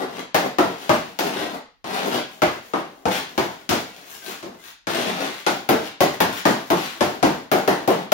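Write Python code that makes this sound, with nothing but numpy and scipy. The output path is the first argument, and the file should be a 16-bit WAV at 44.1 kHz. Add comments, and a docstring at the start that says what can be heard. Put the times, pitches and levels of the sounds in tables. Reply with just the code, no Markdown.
"""A low scrape first, then knock after knock: a hockey stick blade plays a puck on hard garage floor tiles.
Each knock cracks and ticks (band-passed impulses), rings the blade and thuds in the tiles (decaying sines).
Between knocks blade, puck and shoes scrape along as flickering filtered noise; a sole squeaks faintly twice.
The small cluttered garage answers with a dense short tail of sparse random taps.
The player stands left of a two-port microphone, which adds faint noise of its own."""
import sys
import numpy as np
from scipy import signal
from scipy.fft import rfft, irfft, next_fast_len
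from scipy.io import wavfile
from scipy.ndimage import uniform_filter1d

SR = 44100
rng = np.random.default_rng(int(sys.argv[2]) if len(sys.argv) > 2 else 0)


def store_pcm(level_fs):
    """Save levels as 16-bit WAV."""
    pcm = np.round(np.clip(level_fs, -1, 1) * 32767).astype(np.int16)
    wavfile.write(sys.argv[1], SR, np.atleast_2d(pcm).T)


N = 358533

# knocks: mostly blade on puck, some touch-downs of the blade on the floor and dull thuds, perhaps footsteps;
# levels before the mix: [t/s, crack level/dB, blade ring level/dB, tile thud level/dB,
#  tick over crack/dB (held to 0 at most), blade tuning/factor (held to 3/4 to 4/3)]
KNOCKS = [(0.3454, -7.5, -14.5, -24.5, -3, 1.03), (0.5848, -13.5, -14, -17, -3, 1.13),
          (0.8938, -10.5, -13, -21.5, -5.5, 0.99), (1.1893, -9.5, -23.5, -27, -4, 1.1),
          (1.843, -27, -34, -35.5, -9, 1.04), (2.4198, -11, -14.5, -21, -5, 0.98),
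          (2.7357, -25, -21, -24.5, -13, 1.07), (3.055, -16.5, -17.5, -21, -9, 0.77),
          (3.3783, -11.5, -19.5, -21, -6.5, 1.11), (3.6918, -6, -28, -22, -7, 0.93),
          (3.7111, -15, -24, -30, -9, 1.13), (4.271, -27, -46, -38, -18, 0.66),
          (4.4274, -26, -37, -37, -9, 0.66), (4.4462, -35, -46, -38, -11, 0.63),
          (4.870, -15.5, -26, -29.5, -30, 1.04), (5.465, -9, -18, -22, -27, 1.21),
          (5.6899, -8.5, -15, -16, 1, 0.96), (6.0057, -6.5, -14, -18.5, -2.5, 0.94),
          (6.0542, -49, -32, -38, -21, 1.03), (6.2038, -7.5, -15.5, -18.5, 2, 1.07),
          (6.4537, -7.5, -13.5, -17.5, -5.5, 1.02), (6.7027, -12.5, -17, -18.5, -2, 0.95),
          (7.0078, -10, -16, -19.5, -41, 0.98), (7.2282, -8.5, -14.5, -15.5, -41, 0.92),
          (7.5158, -9.5, -17, -18, -1, 1), (7.677, -12, -15, -17.5, -2.5, 1),
          (7.8764, -14, -14, -17.5, -1, 0.88), (8.1195, -6, -14, -21.5, -1.5, 1.03)]
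LEAD = 16  # samples by which the direct sound reaches the left port first


def gain_of(db):
    """dB to gain."""
    return 10 ** (np.asarray(db) / 20)


def evened(x):
    """Scales to rms 1."""
    return x / np.sqrt(np.mean(x ** 2) + 1e-20)


def read(points, hz):
    """Reads a table on a log-frequency axis."""
    f, value = np.transpose(points)
    return np.interp(np.log(hz + 1), np.log(f + 1), value)


def coloured(x, points, power=1):
    """Filters by a table of f/Hz and level/dB; power scales the dB."""
    length = x.shape[-1]
    size = next_fast_len(length)
    gain = gain_of(power * read(points, np.fft.rfftfreq(size, 1 / SR)))
    return irfft(rfft(x, size) * gain, size)[..., :length]


def microphone_noise():
    """Faint steady noise of the microphone, independent at each port and strongest in the bass."""
    # noise colour: [f/Hz, level/dB]
    noise_colour = [(20, 13), (45, 20), (70, 14), (120, 6), (1500, -4), (3000, -8), (6700, -13),
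                    (7400, -21), (16500, -18)]
    return gain_of(-70) * evened(coloured(rng.standard_normal((2, N)), noise_colour))


def tail():
    """Garage echoes: sparse taps of random sign die band by band, most alike at both ports in the bass."""
    # decay of the garage: [f/Hz, t60/s]
    decay = [(100, 0.41), (260, 0.28), (700, 0.3), (1840, 0.43), (4850, 0.47), (12800, 0.15)]
    # likeness of the tail at both ports: [f/Hz, likeness from -1 to 1]
    likeness = [(40, 0.5), (100, 0.74), (200, 1), (400, 0.5), (700, 0.59), (1400, 0.067), (3000, 0.017),
                (15000, 0.018)]
    # colour that walls and clutter give the echoes: [f/Hz, level/dB]
    wall_colour = [(100, 1.5), (600, -4.5), (2000, -1.5), (6000, -3.5), (14000, 4.5)]
    taps = np.zeros((2, 30000))
    at = np.arange(60, 29900, 16) + rng.integers(0, 16, (2, 1865))
    np.put_along_axis(taps, at, rng.choice([-1., 1.], at.shape), 1)
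    hz, t, (left, right) = signal.stft(taps, SR, nperseg=512)
    same = np.clip(read(likeness, hz), -.99, .99)[:, None]
    right = same * left + np.sqrt(1 - same ** 2) * right
    level_db = read(wall_colour, hz)[:, None] - 60 * t / read(decay, hz)[:, None]
    wet = signal.istft(np.array([left, right]) * gain_of(level_db), SR, nperseg=512)[1]
    # echoes gather over the first milliseconds
    wet = wet * (1 - np.exp(-np.arange(wet.shape[1]) / SR / 0.0013))
    return wet / np.linalg.norm(wet[0])


def garage(x, count=6):
    """A lasting sound fades through several random sets of echoes in turn, so the room's wash stays even."""
    turn = 15 * np.arange(N) / SR  # 15 sets per second
    wet = np.zeros((2, N))
    for k in range(count):
        distance = (turn - k + count / 2) % count - count / 2
        share = np.cos(np.pi / 2 * np.clip(distance, -1, 1))
        wet += signal.fftconvolve((x * share)[None], tail(), axes=1)[:, :N]
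    return wet


def squeaks():
    """A sole rubs briefly: a narrow tone made fuzzy by slow random changes of level."""
    # faint shoe squeaks, levels before the mix: [t/s, length/s, f/Hz, level/dB]
    sole_rubs = [(4.108, 0.024, 1624, -34), (4.206, 0.049, 1540, -39)]
    out = np.zeros(N)
    for s, length, hz, db in sole_rubs:
        t = np.arange(round(length * SR)) / SR
        fuzz = evened(1 + uniform_filter1d(rng.standard_normal(len(t)), 200) * 8)
        tone = np.sin(2 * np.pi * hz * t) * np.hanning(len(t))
        out[round(s * SR):][:len(t)] = gain_of(db) * fuzz * tone
    return out


def pressure():
    """Levels of hiss, rumble and fizz: every stroke rises, holds and falls; overlaps add in power."""
    # strokes of blade, puck or shoe along the floor, times at least 2 ms, levels before the mix:
    # [full pressure t/s, rise/s, hold/s, fall/s, hiss level/dB, rumble level/dB, fizz level/dB]
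    strokes = [(0.0, .01, 0.019, 0.052, -34.5, -19.5, -65), (0.18, 0.27, 0.0033, 0.067, -34.5, -29.5, -51),
               (0.44, 0.071, 0.014, 0.028, -35, -19, -60), (0.80, 0.16, 0.083, 0.028, -36.5, -37.5, -45),
               (1.04, .03, 0.033, 0.27, -49, -45, -55), (1.21, .01, 0.031, 0.14, -32, -22, -40),
               (1.37, 0.23, 0.038, 0.15, -29, -23.5, -53), (1.5, 0.064, .065, 0.036, -43, -28.5, -48),
               (1.86, 0.015, 0.09, 0.09, -34, -27.5, -56), (1.94, 0.12, 0.078, 0.14, -28.5, -24, -46),
               (2.065, 0.04, 0.0084, 0.04, -42, -19, -34), (2.14, 0.11, 0.01, 0.088, -24, -18, -38),
               (2.3, 0.14, .09, .02, -50, -45.5, -50.5), (2.63, .05, 0.12, .03, -51, -49, -52),
               (2.89, .04, 0.15, .02, -61, -47, -59), (3.11, .06, 0.013, 0.14, -24, -26.5, -35),
               (3.29, .04, 0.097, .02, -53, -43, -51), (3.5, 0.035, 0.033, 0.21, -46.5, -44.5, -52),
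               (3.725, 0.025, 0.0067, 0.066, -24.5, -22.5, -48), (3.9, .06, 0.17, .05, -44, -45.5, -51),
               (4.11, 0.15, 0.016, 0.14, -43, -47.5, -38.5), (4.262, 0.13, 0.05, 0.1, -35.5, -40, -38.5),
               (4.665, 0.16, 0.0074, 0.076, -41, -49, -44), (4.89, 0.012, 0.011, 0.18, -26, -26, -42),
               (4.97, .06, 0.1, 0.26, -27.5, -24, -49), (5.215, 0.12, 0.014, 0.12, -27, -23.5, -45),
               (5.31, 0.1, 0.081, 0.077, -35, -44, -45), (5.85, 0.17, 0.0065, 0.07, -33.5, -41, -49),
               (6.38, 0.18, 0.011, 0.034, -28, -48, -34.5), (6.56, .05, 0.035, .06, -42, -48, -54),
               (6.66, .03, 0.017, 0.018, -43, -56, -46), (6.77, 0.031, 0.067, 0.17, -29, -52, -40),
               (6.95, .04, .05, .02, -50, -40, -48), (7.15, .05, 0.081, 0.023, -56, -45, -63),
               (7.62, .04, 0.063, .02, -54, -36, -56)]
    # after every knock a brief chatter, then a glide that slows:
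    # [delay/s, rise/s, hold/s, fall/s, hiss over blade ring/dB, rumble over tile thud/dB, fizz over crack/dB]
    after_knock = [(0.029, .02, 0.0026, 0.043, -14.5, 4, -24.5),
                   (0.051, 0.047, 0.0091, 0.16, -22.5, -7.5, -32.5)]
    rise_db, fall_db = 25, 20  # level covered in the rise time and in the fall time
    lift = 1.5  # power of time: the fall steepens as the contact lifts off

    rows = list(strokes)
    for s, crack_db, ring_db, thud_db, *_ in KNOCKS:
        for delay, *times, hiss_db, rumble_db, fizz_db in after_knock:
            rows.append((s + delay, *times, ring_db + hiss_db, thud_db + rumble_db, crack_db + fizz_db))

    t, power = np.arange(N) / SR, np.zeros((3, N))
    for s, rise, hold, fall, *db in rows:
        rise, hold, fall = np.maximum([rise, hold, fall], 1 / 500)
        # never before the last knock ahead of full pressure
        start = max([s - rise, 0] + [knock[0] for knock in KNOCKS if knock[0] < s])
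        on = slice(round(start * SR), round((s + hold + 3 * fall) * SR))
        rise_shape = rise_db * np.minimum(t[on] - s, 0) / rise
        fall_shape = fall_db * (np.maximum(t[on] - s - hold, 0) / fall) ** lift
        power[:, on] += gain_of(np.array(db)[:, None] + rise_shape - fall_shape) ** 2
    return np.sqrt(power)


def scraping():
    """Grit under the stroke: dense uneven slips make hiss and fizz and shake the tiles into rumble."""
    # colours of the grit noise: [f/Hz, level/dB]
    hiss_colour = [(350, -50), (700, -1.5), (1100, 1.5), (1600, 0), (2400, -0.5), (3600, -1), (5500, -9),
                   (8500, -15), (11000, -24.5)]
    rumble_colour = [(40, -17), (90, -24.5), (150, -10), (250, -1), (400, -0.5), (750, 0), (1200, -10),
                     (2000, -20), (3500, -44.5)]
    fizz_colour = [(4000, 4), (7000, 11.5), (9000, 2.5), (12000, -0.5), (16500, 7.5)]
    *grit, grain = rng.standard_normal((4, N))
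    # pressure flickers over the tile grain
    slips = gain_of(3.97 * evened(uniform_filter1d(grain, 150)))
    out = np.zeros(N)
    for level, noise, colour in zip(pressure(), grit, (hiss_colour, rumble_colour, fizz_colour)):
        out += level * evened(coloured(noise * slips, colour))
    return out


def click(lo_hz, hi_hz):
    """A hard contact: one impulse through a broad band, peak 1."""
    band = signal.butter(2, [lo_hz, hi_hz], "band", fs=SR, output="sos")
    sound = signal.sosfilt(band, signal.unit_impulse(4000))
    return sound / np.abs(sound).max()


def ring(modes, luck, spread_db, tuning=1, tilt_db=0):
    """One knock on decaying modes: where it lands sets how strongly each speaks and detunes it."""
    hz, db, t60 = np.transpose(modes)[:, :, None]
    t = np.arange(4000) / SR
    strength_luck, tuning_luck = luck[:2 * len(modes)].reshape(2, -1, 1)
    sense = (-1) ** np.arange(len(modes))[:, None]  # neighbours start in opposite sense
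    hz = hz * tuning * (1 + .025 * tuning_luck)
    level_db = db + tilt_db * np.log2(hz / hz[0]) + spread_db * strength_luck
    sound = (sense * gain_of(level_db - 60 * t / t60) * np.sin(2 * np.pi * hz * t)).sum(0)
    return sound / np.sqrt(np.mean(sound[:400] ** 2))  # rms 1 over the onset


def knocks():
    """Hard crack, bright tick, blade ring and tile thud; each contact has its own place and echoes."""
    # modes before tuning and chance: [f/Hz, level/dB, t60/s]
    blade_modes = [(462, -2, 0.022), (628, -4, 0.065), (716, -2.5, 0.038), (835, 5, 0.011),
                   (1188, 1, 0.018), (1273, 2.5, 0.0067), (1820, -6.5, 0.0094), (2005, -12.5, 0.021),
                   (3020, 1, 0.001)]
    tile_modes = [(143.6, -14.5, 0.015), (191, -35.5, 0.005), (279, -7, 0.0053), (335.2, 9.5, 0.029),
                  (370, 5, 0.034), (410, -23, 0.012)]
    # echoes off the nearest clutter, ceiling and walls, delays before chance: [delay/s, level/dB]
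    near_echoes = [(.0015, -1.5), (.0045, -7.5), (.0085, -16), (0.014, -19.5), (.018, -4)]
    direct, wet = np.zeros(N + 4000), np.zeros((2, N + 40000))
    crack, tick = click(lo_hz=1210, hi_hz=5920), click(lo_hz=9300, hi_hz=18700)
    for s, crack_db, ring_db, thud_db, tick_db, tuning in KNOCKS:
        luck = rng.standard_normal(60)
        hard = gain_of(crack_db) * (crack + gain_of(min(tick_db, 0)) * tick)
        # dB per octave: a knock with little crack wakes fewer high modes
        tilt_db = np.clip(0.2 * (crack_db - ring_db - 4.0), -6, 3)
        tuning = np.clip(tuning, 3 / 4, 4 / 3)
        blade = gain_of(ring_db) * ring(blade_modes, luck, spread_db=1.8, tuning=tuning, tilt_db=tilt_db)
        thud = gain_of(thud_db) * ring(tile_modes, luck[20:], spread_db=1.2)
        sound = -(blade + thud) - hard

        early = np.zeros(4000)
        shifts = 1 + luck[40:] / 10  # path lengths change with the spot on the floor
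        for (delay, db), shift in zip(near_echoes, shifts):
            early += gain_of(db) * np.roll(sound, round(delay * shift * SR))
        echoes = signal.fftconvolve(sound[None], tail(), axes=1)
        at = round(s * SR)
        direct[at:at + 4000] += sound + early
        wet[:, at:at + echoes.shape[1]] += echoes
    return direct[:N], wet[:, :N]


def scene():
    """Direct sound, louder and earlier at the left port, and the garage tail."""
    hits, echoes = knocks()
    rub = scraping() + squeaks()
    direct = gain_of(1.5) * hits + gain_of(-3.0) * rub
    direct = np.array([gain_of(-0.5) * direct, gain_of(-10.0) * np.roll(direct, LEAD)])
    wet = gain_of(10.0) * echoes + garage(gain_of(-0.5) * rub)
    # most walls in play stand to the left too
    wet = np.array([wet[0], np.roll(wet[1], LEAD // 2)])
    return direct + wet


def record(dry):
    """Two-port microphone: shading, colour, bass cut, own noise, soft overload, then the band limit."""
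    # the body around the ports shades the right one: [f/Hz, left over right/dB]
    port_shade = [(60, -9), (180, 3.5), (550, -1), (1650, 1.5), (4970, 2), (15000, 6.5)]
    # microphone colour: [f/Hz, level/dB]
    mic_colour = [(120, -2), (6800, 0), (7800, -5.5), (11000, 4), (15000, -0.5)]
    # half of the shading goes to each port
    ports = np.array([coloured(dry[0], port_shade, .5), coloured(dry[1], port_shade, -.5)])
    ports = coloured(ports, mic_colour)
    ports = signal.sosfilt(signal.butter(3, 85, "high", fs=SR, output="sos"), ports)
    ports = ports + microphone_noise()
    ports = .99 * np.tanh(ports / .99)
    band_limit = signal.firwin(511, 15900, window=("kaiser", 9), fs=SR)  # low-pass, edge in Hz
    return signal.oaconvolve(ports, band_limit[None], "same", axes=1)


dry = scene()
out = record(dry)
store_pcm(out)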